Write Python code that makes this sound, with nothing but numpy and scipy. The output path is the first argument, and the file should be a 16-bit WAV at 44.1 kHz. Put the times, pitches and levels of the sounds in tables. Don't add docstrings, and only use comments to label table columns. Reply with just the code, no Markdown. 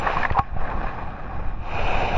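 import sys
import numpy as np
from scipy import signal
from scipy.fft import rfft, irfft
from scipy.io import wavfile
from scipy.ndimage import uniform_filter1d

SR = 44100
rng = np.random.default_rng(int(sys.argv[2]) if len(sys.argv) > 2 else 0)


def inscribe(sig):
    pcm = np.round(np.clip(np.atleast_2d(sig).T, -1, 1) * 32767)
    wavfile.write(sys.argv[1], SR, pcm.astype(np.int16))


N = 95961

# (time [s], level [dB], upper rumble lift [dB])
WIND_LEVELS = [(0.0, -33, 14.5), (0.05, -22, -0.5), (0.13, -28, -2), (0.17, -23, 5.5), (0.5, -30.5, -2.5),
               (0.54, -20, -8.5), (0.69, -26.5, 5), (0.8, -20, 3.5), (0.92, -30, 6.5), (1.07, -25, 2.5),
               (1.13, -34.5, 11), (1.37, -21.5, -1.5), (1.7, -28.5, 3.5), (1.75, -24.5, 6.5),
               (1.78, -23.5, 5.5), (1.83, -20, 1), (2.13, -24.5, 9), (2.17, -16.5, -8)]
# (frequency [Hz], relative density [dB])
WIND_SPECTRUM = [(1.8, -45), (3.0, 0.5), (18, 1.5), (28, -2), (42, -10.5), (64, -11.5), (281, -30),
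                 (350, -30.5), (460, -44.5), (770, -120)]
# (time [s], level [dB])
FOAM_LEVELS = [(0, -31), (.06, -33.5), (.2, -31.5), (.26, -42), (.3, -42.5), (.42, -51.5), (.46, -56),
               (1.55, -55.5), (1.63, -42.5), (1.69, -34.5), (1.78, -28), (1.9, -25), (2.0, -23.5),
               (2.1, -26), (2.18, -26)]
# (frequency [Hz], relative density [dB])
FOAM_SPECTRUM = [(120, -47), (200, -34.5), (304, -20.5), (463, -12), (574, -7.5), (636, -10.5), (740, -4),
                 (830, -7), (1250, -17), (1470, -16.5), (1610, -16), (1740, -23.5), (2150, -24),
                 (2480, -11.5), (2700, -18.5), (2900, -21), (3380, -36.5), (3600, -27), (4170, -34.5),
                 (4700, -40.5), (5300, -39), (6100, -44), (7000, -51), (8000, -73), (8800, -76.5)]
# (time [s], level [dB], treble lift [dB])
SLOSH_LEVELS = [(0, -35.5, 6.5), (.07, -23.5, 5), (.2, -28, 7.5), (.255, -24.5, 4.5), (.275, -35, 7),
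                (.34, -35, 7.5), (.39, -29.5, -2), (.43, -47, 11), (.48, -44.5, 6.5), (.55, -40.5, 3.5),
                (.614, -33, 3.5), (.72, -30, -0.5), (.86, -31, 4), (.91, -31.5, 5), (1.0, -33.5, 2),
                (1.15, -38, 3.5), (1.32, -35, 0.5), (1.48, -39, 6), (1.56, -43, 3.5), (1.7, -41.5, 0)]
# (frequency [Hz], relative density [dB])
SLOSH_SPECTRUM = [(120, -18), (200, -7), (297, -18), (457, -5), (652, -1.5), (769, 4), (931, -0.5),
                  (1000, -7), (1095, 2), (1200, -5), (1450, -9), (1590, -7.5), (1800, -10.5), (2240, -22),
                  (2450, -14.5), (2710, -25), (3230, -31), (3600, -32.5), (3900, -31.5), (4600, -42),
                  (5300, -38), (5700, -48), (6600, -48), (7500, -70), (8800, -93)]
# (time [s], level [dB])
TICK_HITS = [(0.212, -41), (0.222, -41), (0.2325, -42.5), (.322, -39.5), (0.375, -54), (.388, -42),
             (0.3921, -34.5), (.701, -47)]
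# (frequency [Hz], relative density [dB])
TICK_SPECTRUM = [(1500, -25.5), (2800, 4), (4500, 2.5), (6000, -5), (8000, -19.5), (8800, -30.5)]
# (time [s], push [dB], push pitch [Hz], knock [dB])
THUMP_HITS = [(0.31, -12, 87, -15), (.392, -11.5, 88, -18.5), (.563, -20, 110, -27.5)]
# (peak time [s], bubble peak [dB], pitch [Hz], Gaussian width [s], spray [dB])
GULP_HITS = [(.072, -19, 1818, 0.0024, -45), (0.0744, -11.5, 954, 0.00097, -30.5),
             (.102, -19.5, 654, 0.0011, -26.5), (.14, -21.5, 900, 0.0035, -27),
             (.171, -11, 1057, 0.0015, -22), (.211, -33, 1740, 0.001, -27.5),
             (0.222, -31.5, 1786, 0.00067, -23.5), (.2335, -17.5, 1730, 0.0028, -22),
             (0.2529, -11.5, 1830, 0.0015, -16.5), (.258, -17.5, 973, 0.00085, -29),
             (0.305, -24.5, 1872, 0.0024, -25), (0.324, -37, 2967, 0.0021, -29),
             (0.35, -20.5, 1000, 0.0015, -39.5), (.359, -18.5, 1028, 0.002, -46),
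             (.367, -19, 939, 0.00048, -37), (0.371, -12.5, 952, 0.00098, -27.5),
             (.377, -14.5, 844, 0.0029, -31), (0.381, -15, 1038, 0.0013, -31),
             (.388, -9.5, 1050, .0015, -22), (.392, -8.5, 1227, .001, -16), (.395, -9.5, 802, 0.0018, -25),
             (.568, -26.5, 750, 0.0033, -47.5), (.655, -31, 1714, .003, -37.5),
             (.678, -31, 1726, 0.0049, -38.5), (0.702, -29.5, 1000, 0.00057, -30),
             (0.717, -28, 1000, .003, -34), (.815, -28, 1720, .0015, -36.5), (.845, -23, 819, 0.0015, -49),
             (0.871, -23, 1054, 0.0021, -34)]
# (frequency [Hz], relative density [dB])
SPRAY_SPECTRUM = [(300, -19.5), (900, 14), (1900, -1), (2600, 1), (3300, -17), (4500, -18.5), (6000, -42),
                  (8000, -44.5), (8800, -56.5)]
# (frequency [Hz], relative level [dB], T60 [s])
CASE_MODES = [(473, -2, 0.059), (623, -6.5, 0.055), (818, 2, 0.079), (1099, 3.5, 0.11), (1280, -5, 0.053),
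              (1805, -8.5, 0.092), (2482, -1, 0.12), (3840, -11.5, .05)]
# (frequency [Hz], gain [dB])
SIDE_SPECTRUM = [(30, -71), (90, -53.5), (180, -42.5), (350, -33), (700, -49), (1400, -38.5), (2800, -23.5),
                 (4500, -16), (5500, -16), (6300, 0), (8000, -7.5)]


def amp(db):
    return 10 ** (np.asarray(db) / 20)


def unit_rms(x):
    return x / np.sqrt(np.mean(x ** 2) + 1e-20)


def gain_curve(table, column=1):
    table = np.array(table)
    return amp(np.interp(np.arange(N) / SR, table[:, 0], table[:, column]))


def colour(x, spectrum):
    points_hz, db = np.transpose(spectrum)
    bins_hz = np.fft.rfftfreq(len(x), 1 / SR)
    return irfft(rfft(x) * amp(np.interp(np.log(bins_hz + .5), np.log(points_hz), db)), len(x))


def noise(samples, spectrum):
    return unit_rms(colour(rng.standard_normal(samples), spectrum))


def butter(x, hz, kind):
    return signal.sosfilt(signal.butter(2, hz, kind, fs=SR, output="sos"), x)


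def churn(drops_per_s, spread_db, drop_share, patchy_db, flicker_db):
    sizes = amp(spread_db * np.minimum(rng.exponential(1, N), 4))
    hits = rng.random(N) < drops_per_s / SR
    drops = unit_rms(sizes * hits * rng.choice([-1., 1.], N))
    water = drop_share * drops + (1 - drop_share) * rng.standard_normal(N)
    spectra = signal.stft(water, nperseg=256, noverlap=192)[2]
    patches = uniform_filter1d(rng.standard_normal(spectra.shape), 3, axis=0)
    patches = unit_rms(uniform_filter1d(patches, 30, axis=1))
    flicker = unit_rms(uniform_filter1d(rng.standard_normal(spectra.shape[1]), 12))
    spectra *= amp(patchy_db * patches + flicker_db * flicker)
    return signal.istft(spectra, nperseg=256, noverlap=192)[1][:N]


def wind():
    push = noise(N, WIND_SPECTRUM + [(700, -87)])
    rumble = butter(push, 82, "highpass")
    return gain_curve(WIND_LEVELS) * (push + (gain_curve(WIND_LEVELS, column=2) - 1) * rumble)


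def foam():
    bursts = churn(drops_per_s=3000, spread_db=4.2, drop_share=0.39, patchy_db=1.7, flicker_db=0.64)
    return gain_curve(FOAM_LEVELS) * unit_rms(colour(bursts, FOAM_SPECTRUM))


def slosh():
    water = churn(drops_per_s=2000, spread_db=4.6, drop_share=0.37, patchy_db=1.53, flicker_db=1.0)
    water = unit_rms(colour(water, SLOSH_SPECTRUM))
    treble = butter(water, 1500, "highpass")
    return gain_curve(SLOSH_LEVELS) * (water + (gain_curve(SLOSH_LEVELS, column=2) - 1) * treble)


def ticks(width_s=0.00035):
    out, t = np.zeros(N), np.arange(-200, 200) / SR
    for peak_s, db in TICK_HITS:
        hiss = noise(len(t), TICK_SPECTRUM)
        start = round(peak_s * SR) - 200
        out[start:start + len(t)] += amp(db) * np.exp(-.5 * (t / width_s) ** 2) * hiss
    return out


def thumps(rise_s=0.0026, knock_hz=553, knock_width_s=0.00071, cutoff_hz=1190):
    out = np.zeros(N)
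    for onset_s, push_db, push_hz, knock_db in THUMP_HITS:
        t = np.maximum(np.arange(N) / SR - onset_s, 0)
        push = np.sin(2 * np.pi * push_hz * t) * t / rise_s * np.exp(1 - t / rise_s)
        knock = np.sin(2 * np.pi * knock_hz * t) * np.exp(-.5 * (t / knock_width_s - 2) ** 2)
        out += amp(push_db) * push + amp(knock_db) * knock
    return butter(butter(out, cutoff_hz, "lowpass"), cutoff_hz, "lowpass")


def case_ring(slaps):
    t = np.arange(6000) / SR
    modes = sum(amp(db - 60 * t / t60_s) * np.sin(2 * np.pi * hz * t) for hz, db, t60_s in CASE_MODES)
    coupling = amp(-14) * 2 / (0.0031 * SR)
    return coupling * signal.oaconvolve(slaps, modes)[:N]


def gulps(wobble_depth=0.092):
    out, t = np.zeros(N), np.arange(-600, 600) / SR
    for peak_s, bubble_db, hz, width_s, spray_db in GULP_HITS:
        wobble = 1 + wobble_depth * unit_rms(uniform_filter1d(rng.standard_normal(len(t)), 40))
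        bubble = amp(bubble_db) * np.sin(2 * np.pi * (hz * np.cumsum(wobble) / SR + rng.random()))
        spray = amp(spray_db) * noise(len(t), SPRAY_SPECTRUM)
        start = round(peak_s * SR) - 600
        out[start:start + len(t)] += np.exp(-.5 * (t / width_s) ** 2) * (bubble + spray)
    return out


def scene():
    bed = slosh() + foam() + wind()
    slaps = gulps()
    mid = bed + slaps + case_ring(slaps) + thumps() + ticks()
    scatter = rng.standard_normal(2500) * np.exp(-np.arange(2500) / 700)
    scatter /= np.linalg.norm(scatter)
    side = colour(signal.oaconvolve(mid, scatter)[:N], SIDE_SPECTRUM)
    return np.array([mid + side, mid - side])


def record(dry, cutoff_hz=8800):
    lowpass = signal.firwin(511, cutoff_hz, window=("kaiser", 9), fs=SR)
    return signal.oaconvolve(dry, lowpass[None], "same")


dry = scene()
out = record(dry)
inscribe(out)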